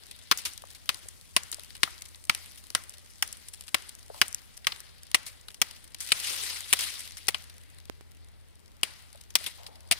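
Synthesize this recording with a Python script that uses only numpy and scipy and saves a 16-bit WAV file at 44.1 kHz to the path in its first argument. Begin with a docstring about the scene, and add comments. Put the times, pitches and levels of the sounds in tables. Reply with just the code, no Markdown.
"""A small axe bites again and again into a thin standing tree in leaf-covered woods.
Each blow is a burst of tearing-fibre clicks over ringing trunk and blade modes, with a tail among the trunks.
Debris showers and chips patter into dry leaves as enveloped grains; boots shuffle the litter.
The handle and boots knock as puffs of noise, one chip whirrs, the case is tapped, a low hum lies far below.
Two close microphone ports hear it: the right lags, nearly opposed in the bass and mostly softer."""
import sys
import numpy as np
from scipy import signal
from scipy.fft import irfft
from scipy.io import wavfile

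SR = 44100
rng = np.random.default_rng(int(sys.argv[2]) if len(sys.argv) > 2 else 0)


def unload_audio(sound):
    """Save the sound as a 16-bit wav file, at the path given as the first command line argument."""
    columns = np.transpose(np.atleast_2d(sound))
    # keep every value between -1 and 1, then stretch to whole-number steps
    steps = np.round(np.clip(columns, -1, 1) * 32767)
    wavfile.write(sys.argv[1], SR, steps.astype(np.int16))


N = 440543

# axe blows: [t/s, level/dB, t60/s, second bite after/s, second bite re first/dB,
#             bass/dB, low-mid/dB, treble/dB, debris shower/dB]
BLOWS = [(0.3128, -5, 0.019, 0.0067, -5, 4.5, 1.5, 6.5, -44),
         (0.891, -9.5, 0.015, 0.0064, -12, 1, -2, 8, -51.5),
         (1.3642, -6.5, 0.025, 0.014, -33, 8.5, -3.5, 7, -51),
         (1.8319, -5.5, 0.0089, 0.0044, -5.5, 8, -0.5, 9, -49),
         (2.296, -6, 0.015, 0.0043, -22.5, 6.5, 0.5, 4.5, -42),
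         (2.7496, -9.5, 0.012, 0.0035, -24, 10.5, 4.5, 12.5, -51.5),
         (3.2243, -11.5, 0.017, 0.002, -30, 3, 0, 12, -46),
         (3.7441, -6.5, 0.017, 0.0021, -8, 8, -1.5, 4.5, -47.5),
         (4.2146, -5, 0.021, 0.0034, -23.5, 10.5, 2, 7.5, -48),
         (4.669, -6, 0.019, 0.013, -43, 1.5, -3.5, 5, -45.5),
         (5.1447, -6, 0.027, 0.00081, -6.5, 5, -5.5, 6, -47.5),
         (5.616, -9, 0.018, 0.0035, -8, 7.5, -4, 10, -43),
         (6.119, -6, 0.015, 0.0037, -1, -1.5, -8, 3.5, -75),
         (6.7277, -9.5, 0.021, 0.0054, -0.5, 6, -5.5, 9.5, -71),
         (7.283, -14.5, 0.026, 0.0031, -5, 11.5, -1, 12.5, -54),
         (7.3448, -15.5, 0.023, 0.0014, -16, 3.5, -6.5, -2, -76),
         (8.8321, -7, 0.015, 0.0036, -22, 3, -9.5, 7.5, -44),
         (9.3537, -9.5, 0.027, 0.0049, -23, 5.5, -6, 11.5, -35),
         (9.912, -7.5, 0.032, 0.0088, -5, 6, -9, 8.5, -39)]
# centres of the bass, low-mid, core and treble regions: [f/Hz]
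REGIONS_HZ = [450, 1250, 3300, 9500]
EDGES_HZ = 25 * 2 ** np.arange(0, 9.5, 1 / 3)   # third-octave band edges
BANDS_HZ = np.sqrt(EDGES_HZ[1:] * EDGES_HZ[:-1])


def from_db(db):
    """Decibels to amplitude."""
    return 10 ** (np.asarray(db) / 20)


def rms_one(x):
    """Scales a signal to an rms of 1."""
    return x / np.sqrt(np.mean(x ** 2) + 1e-20)


def in_time(rows):
    """Draws straight lines between the timed rows, one curve per column."""
    s, *columns = np.transpose(rows)
    return [np.interp(np.arange(N) / SR, s, c) for c in columns]


def at_hz(points, hz):
    """Reads a spectrum table at one frequency, along a logarithmic axis."""
    return np.interp(np.log(hz), np.log(np.array(points)[:, 0]), np.array(points)[:, 1])


def drift(rate):
    """Slow random curve of rms 1: noise at every 40th sample through a double one-pole low-pass."""
    r = np.exp(-80 * np.pi * rate / SR)
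    noise = rng.standard_normal(N // 40 + 2002)
    slow = signal.lfilter([1], [1, -2 * r, r * r], noise)[2000:]   # skip the filter's run-in
    return np.interp(np.arange(N) / 40, np.arange(len(slow)), rms_one(slow))


def ring(clicks, hz, t60):
    """Resonator: a unit click sets a dying sine of height 1 ringing."""
    r, w = from_db(-60 / (t60 * SR)), 2 * np.pi * hz / SR
    return signal.lfilter([0, np.sin(w)], [1, -2 * r * np.cos(w), r * r], clicks + 1e-18)


def grains(per_s, spread_db):
    """Two unrelated trains of random clicks of uneven size and either sign; rms 1 together."""
    sizes = from_db(spread_db * np.minimum(rng.exponential(1, (2, N)), 4.0))
    signed = sizes * rng.choice([-1, 1], (2, N))
    return rms_one(signed * (rng.random((2, N)) < per_s / SR))


def add(track, s, level_db, t60, rise_s):
    """Lays a quickly rising, exponentially dying envelope on the track."""
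    i = round(s * SR)
    length = max(min(round(1.5 * t60 * SR), track.shape[-1] - i), 0)
    t = np.arange(length) / SR
    shape = (1 - np.exp(-t / rise_s)) * from_db(-60 * t / t60)
    track[..., i:i + length] += from_db(level_db)[..., None] * shape


def blow_envelopes():
    """Envelopes of the four regions: the edge lands, then bites a second time as fibres give."""
    out = np.zeros((len(REGIONS_HZ), N))
    for s, db, t60, later, second_db, bass_db, mid_db, treble_db, _ in BLOWS:
        colour_db = db + np.array([bass_db, mid_db, 0, treble_db])
        add(out, s, colour_db, t60, rise_s=.00005)
        add(out, s + later, colour_db + second_db, t60, rise_s=0.00053)
        # splinters and the nearest reflections linger
        add(out, s, colour_db - 25.5, .12, rise_s=0.0044)
    return out


def trunk():
    """Both bites of a blow strike every mode; strength and pitch shift with where the edge lands in the cut."""
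    # trunk and blade modes: [f/Hz, level/dB, t60/s]
    cut_modes = [(130, -37, 0.059), (226, -34.5, 0.032), (337, -26, 0.016), (1165, -12, 0.0054),
                 (2081, -19, 0.007), (3030, -5.5, .012)]
    out, t = np.zeros(N), np.arange(N) / SR
    for s, db, t60, later, second_db, bass_db, *colour in BLOWS:
        spots = rng.standard_normal((len(cut_modes), 2))
        for (hz, level_db, ring_s), (strength, place) in zip(cut_modes, spots):
            level_db += bass_db * (hz < 700)   # the blow's bass colours the low modes only
            i = round(s * SR)
            swell = np.zeros(min(SR // 8, N - i))
            add(swell, 0, db + level_db + 3.0 * strength, ring_s, rise_s=.0001)
            add(swell, later, db + second_db + level_db + 0.75 * strength, ring_s, rise_s=0.00046)
            pitch_hz = hz * (1 + 0.053 * place)
            out[i:i + len(swell)] += swell * np.sin(2 * np.pi * pitch_hz * t[:len(swell)])
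    return out


def leaf_envelopes():
    """Each blow shakes down a shower of debris and chips land, on a bed of stirring litter."""
    # leaf litter stirring under the boots, one long shuffle after 6 s: [t/s, level/dB, treble/dB]
    rustle = [(0, -50, -4), (.75, -54, 1.5), (1.3, -58.5, 5.5), (1.75, -53, 0.5), (2.2, -58.5, 3.5),
              (3.6, -58, 3.5), (4.1, -59, 2.5), (4.19, -46.5, 5.5), (4.23, -59, 4.5), (5.0, -55.5, -4),
              (5.55, -61.5, 2.5), (5.95, -61.5, -5), (6.02, -41.5, -0.5), (6.28, -30.5, 0.5),
              (6.4, -33, 0.5), (6.5, -30, 1), (6.64, -42, -0.5), (6.84, -30, -.5), (7.11, -46.5, -1),
              (7.55, -57.5, -2), (8.5, -66.5, -7), (9.3, -60, -2.5), (9.99, -60, -4)]
    # chips and twigs landing in the leaves: [t/s, level/dB, t60/s, treble/dB]
    chips = [(0.111, -31.5, 0.027, 1.5), (0.3734, -39.5, 0.022, 24), (0.3836, -32, 0.065, 5),
             (0.451, -24, 0.13, 1.5), (0.5343, -42, 0.01, 16), (0.748, -41.5, 0.05, 5),
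             (0.9436, -27, 0.014, 2), (1.085, -38.5, 0.014, 17.5), (1.433, -42.5, 0.014, 18),
             (1.5152, -33.5, 0.011, 20.5), (1.5257, -21.5, 0.036, 3), (1.544, -26, 0.0054, 19),
             (1.595, -22.5, 0.0065, 4.5), (1.7036, -34, 0.016, -7), (1.751, -30.5, 0.033, -1.5),
             (2.0195, -24.5, 0.015, 3.5), (2.0546, -35, 0.013, 6), (2.146, -27.5, 0.011, -13),
             (2.2512, -42.5, 0.011, 17), (2.348, -15, 0.0091, 4), (2.5746, -46.5, 0.089, 8),
             (2.7025, -20, 0.0063, 1), (2.837, -45, 0.0082, 18), (2.8948, -39, 0.0027, 33),
             (2.9374, -37, 0.025, 0), (3.275, -39, 0.012, 16), (3.3264, -38, 0.014, 20.5),
             (3.4842, -34.5, 0.014, 12.5), (3.5357, -30.5, 0.022, 0.5), (3.609, -21.5, 0.0053, 7.5),
             (3.6795, -32.5, 0.035, -1), (3.8915, -31.5, 0.011, 9.5), (3.9507, -41.5, 0.0066, 18.5),
             (4.2803, -40, 0.019, 18.5), (4.3273, -27, 0.0035, 16), (4.3454, -19.5, 0.0063, 16.5),
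             (4.575, -31, 0.0096, 7), (4.645, -28, 0.022, -11), (4.7195, -12.5, 0.019, -21),
             (4.803, -36.5, 0.0095, 15), (5.1145, -21.5, 0.006, 3), (5.263, -33, 0.098, 4.5),
             (5.483, -23, 0.015, -5), (5.503, -35, 0.023, -1), (5.5432, -35, 0.019, 6.5),
             (5.7097, -35, 0.011, 10.5), (5.945, -25, 0.015, 1.5), (6.004, -35, 0.078, 11.5),
             (6.789, -24.5, 0.05, 3.5), (6.8067, -24, 0.025, 5), (7.17, -41, 0.07, 2),
             (7.497, -35.5, 0.017, 3.5), (7.7843, -34, 0.0095, 1), (9.3034, -36, 0.018, 4),
             (9.4405, -22, 0.012, 0), (9.462, -20.5, 0.063, -3.5), (9.664, -30, 0.031, -1.5),
             (9.755, -40, 0.021, 1)]
    shower_delay_s, shower_rise_s, shower_t60_s, shower_treble_db = .015, .025, 0.69, -1.5
    crumbs_per_s, crumb_t60_s, crumb_treble_db = 36, 0.0081, 7.5
    level_db, treble_db = in_time(rustle)
    top = np.array([0, 0, 0, 1])   # only the top region follows the treble values
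    out = from_db(level_db + top[:, None] * treble_db)
    for s, *_, shower_db in BLOWS:
        shower_colour_db = shower_db + top * shower_treble_db
        add(out, s + shower_delay_s, shower_colour_db, shower_t60_s, rise_s=shower_rise_s)
    # litter and showers flicker in level, fast and slower
    out = out * from_db(1.37 * drift(50) + 0.59 * drift(12))
    # stray crumbs tick at random, a little above the quieter litter
    fallen = rng.random(N) < crumbs_per_s / SR
    crumb_db = np.minimum(level_db, -52) + 7.0 + 6.6 * np.minimum(rng.standard_normal(N), 1.3)
    ticks = signal.lfilter([1], [1, -from_db(-60 / (crumb_t60_s * SR))], fallen * from_db(crumb_db))
    out += ticks * from_db(top[:, None] * crumb_treble_db)
    for s, db, t60, chip_treble_db in chips:
        add(out, s, db + top * chip_treble_db, t60, rise_s=0.00078)
    return out


def whirr():
    """A chip spins off: a tone and a weaker one an octave below sink together and stop after 48 ms."""
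    # the spinning chip: [t/s, level/dB, start f/Hz, fall/(octaves per s), t60/s]
    spin = (2.768, -40, 1620, 16, .16)
    s, db, hz, fall, t60 = spin
    swell, t = np.zeros(N), np.maximum(np.arange(N) / SR - s, 0)
    add(swell, s, db, t60, rise_s=.006)
    turns = hz * (1 - 2 ** (-fall * t)) / (fall * np.log(2))   # cycles of the gliding upper tone
    tones = np.sin(2 * np.pi * turns) + from_db(-7) * np.sin(np.pi * turns)
    return swell * tones * (t < .048)


def knocks():
    """Each knock, scuff or swell is a puff of noise, at most 0.5 s long, in a broad band around its own pitch."""
    # dull knocks and scuffs of handle and boots, and one faint swell near 2 kHz: [t/s, level/dB, f/Hz, t60/s]
    thuds = [(0.637, -33, 810, 0.017), (1.057, -47, 500, 0.03), (1.582, -41.5, 670, 0.038),
             (1.876, -28, 1310, 0.025), (4.098, -36, 610, 0.059), (4.14, -48.5, 868, 0.3),
             (6.3, -51, 430, 0.66), (7.521, -65, 2170, 3.3), (9.149, -41, 740, 0.034),
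             (9.408, -38.5, 620, 0.028), (9.58, -54.5, 795, 1.6), (9.686, -41, 507, 0.028)]
    out, size = np.zeros(N + SR), SR // 2
    for (s, db, hz, t60), noise in zip(thuds, rng.standard_normal((len(thuds), size))):
        puff = np.zeros(size)
        add(puff, 0, db, t60, rise_s=0.00086)
        band = signal.butter(2, [hz / 1.53, hz * 1.27], "band", fs=SR, output="sos")
        i = round(s * SR)
        # the factor evens out the loudness of narrow and wide bands
        out[i:i + size] += signal.sosfilt(band, puff * noise) * np.sqrt(SR / hz)
    return out[:N]


def taps():
    """A tap dents the right port: a sharp spike that swings back slowly; the left gets it weaker and reversed."""
    # taps on the case beside the right port: [t/s, level/dB, right over left/dB]
    dents = [(7.8981, -12, 16), (8.0097, -29.5, 23)]
    clicks = np.zeros((2, N))
    for s, db, right_db in dents:
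        clicks[:, round(s * SR)] = from_db(db - right_db), -from_db(db)
    spike = signal.lfilter([1], [1, -.75], clicks)
    swing = np.array([ring(side, 340, 0.0072) for side in clicks])
    return spike - 0.63 * swing


def noisy_sources():
    """Third-octave bank of tearing fibres, leaf grains, dying echoes and air, as a pair of unrelated twins."""
    # spectra of cracking wood, leaves, echoes and air: [f/Hz, level/dB]
    crack, litter = [(600, -15.5), (1100, 4.5), (1500, 2), (2200, 5), (3100, 3.5), (5000, 3), (7400, -25),
                     (9500, -0.5), (11500, -27), (14000, -17), (16000, -6.5)], [(200, -15), (700, -10.5), (1300, -6), (2000, -2.5), (4300, 4),
                                    (6000, -2), (7700, -10), (9800, 6.5), (12500, -14), (15000, -12),
                                    (16500, -16)]
    echo_colour, air = [(400, 0.5), (1500, 11), (3000, 8), (6000, 3.5), (10000, -9.5), (16000, -19.5)], [(30, -78), (65, -75.5), (130, -84.5), (300, -91), (700, -96),
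                                        (2000, -101), (7500, -110), (9500, -106), (12000, -112),
                                        (16500, -116)]
    # echoes dying among the trunks: [f/Hz, t60/s]
    woods_t60 = [(200, 0.31), (1500, 0.57), (4000, 0.5), (12000, .4)]
    woods_db, fibres_per_s, leaf_grains_per_s = -39.5, 9000, 7000
    blows, leaves = blow_envelopes(), leaf_envelopes()
    fibres = grains(fibres_per_s, spread_db=2.5)
    leaf_grains = grains(leaf_grains_per_s, spread_db=3.0)
    white, strikes, out = rng.standard_normal((2, 2, N)), np.zeros(N), 0
    landing = np.array([round(row[0] * SR) for row in BLOWS])
    fibres[:, landing + 3] = 3.5   # the edge lands with one hard click
    strikes[landing] = from_db(np.array(BLOWS)[:, 1] + woods_db)
    for k, hz in enumerate(BANDS_HZ):
        region = np.argmin(abs(np.log(hz / np.array(REGIONS_HZ))))
        # echoes and air: smooth noise
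        decay = from_db(-60 / (at_hz(woods_t60, hz) * SR))
        echo = from_db(at_hz(echo_colour, hz)) * signal.lfilter([1], [1, -decay], strikes)
        air_level = from_db(at_hz(air, hz) + 1.0 * drift(2.2)) * np.sqrt(SR / 2)
        smooth = (echo + air_level) * white[k % 2]
        # deeper down only the trunk's modes answer a blow
        cracks = hz > crack[0][0] / 2
        tearing = cracks * from_db(at_hz(crack, hz)) * blows[region] * fibres
        patter = from_db(at_hz(litter, hz)) * leaves[region] * leaf_grains
        # each band flickers, so every hit has its own colour
        grainy = (tearing + patter) * from_db(2.18 * drift(23.3))
        # alternate signs keep neighbouring bands in step where they cross
        drive = (-1) ** k * grainy + smooth
        band = signal.butter(2, EDGES_HZ[k:k + 2], "band", fs=SR, output="sos")
        out = out + signal.sosfilt(band, drive)
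    return out


def hum():
    """A far, low tone whose pitch and level wander a little."""
    # far hum: [t/s, level/dB]
    swells = [(0, -59.5), (2, -55), (5.5, -58), (7, -53), (8, -51.5), (8.8, -57), (9.99, -52)]
    pitch_hz, wander_hz = 83.35, 0.6
    phase = 2 * np.pi * np.cumsum(pitch_hz + wander_hz * drift(2.16)) / SR
    level = from_db(in_time(swells)[0] + 1.3 * drift(8.2))
    return level * np.sqrt(2) * np.sin(phase)


def right_port(direct, twin):
    """Filtered, lagging copy of the left sound, mixed with an unrelated twin that dominates the treble."""
    # right port against left: [f/Hz, lag/rad, level/dB, likeness 0-1]
    ports = [(0, -2.5, 1.5, 0.6), (153.6, -2.5, -1, 0.96), (520, -2, -4, 1), (1000, -1.69, -4, 1),
             (1730, -2, -4.5, 0), (1980, 0.5, 2, 0.5), (2280, 1, -1.5, 0.14), (2820, 6, -4, 0.3),
             (4420, 8, -9, 0.26), (7360, 8.5, -1.5, 0), (7740, 10, -4, 0.1), (9900, 13, -7.5, 0.3),
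             (11100, 15, -2.5, 0.32), (15800, 21, -1, 0.14)]
    hz, lag, level_db, alike = np.transpose(ports)
    grid = np.arange(513) * SR / 1024
    alike = np.clip(np.interp(grid, hz, alike), 0, 1)
    shadow = from_db(np.interp(grid, hz, level_db)) * np.exp(-1j * np.interp(grid, hz, lag))
    responses = irfft(shadow * [alike, np.sqrt(1 - alike ** 2)])
    # windowed tightly before the arrival, so that blows stay sharp
    window = np.r_[np.hanning(160)[:80], np.hanning(640)[320:]]
    paths = np.roll(responses, 80, axis=1)[:, :400] * window
    heard = signal.oaconvolve(np.array([direct, twin]), paths, axes=1).sum(axis=0)
    return heard[80:N + 80]   # takes back the 80 samples of the roll


def scene():
    """Sums the sources at the left port, derives the right port and taps the case."""
    left, twin = noisy_sources()
    left = left + trunk() + knocks() + whirr() + hum()
    return np.array([left, right_port(left, twin)]) + taps()


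def record(dry):
    """Soft saturation rounds the peaks, then a steep low-pass cuts the top."""
    cutoff_hz = 16800
    low_pass = signal.cheby2(12, 70, cutoff_hz, fs=SR, output="sos")
    return signal.sosfilt(low_pass, .97 * np.tanh(dry / .97))


dry = scene()
out = record(dry)
unload_audio(out)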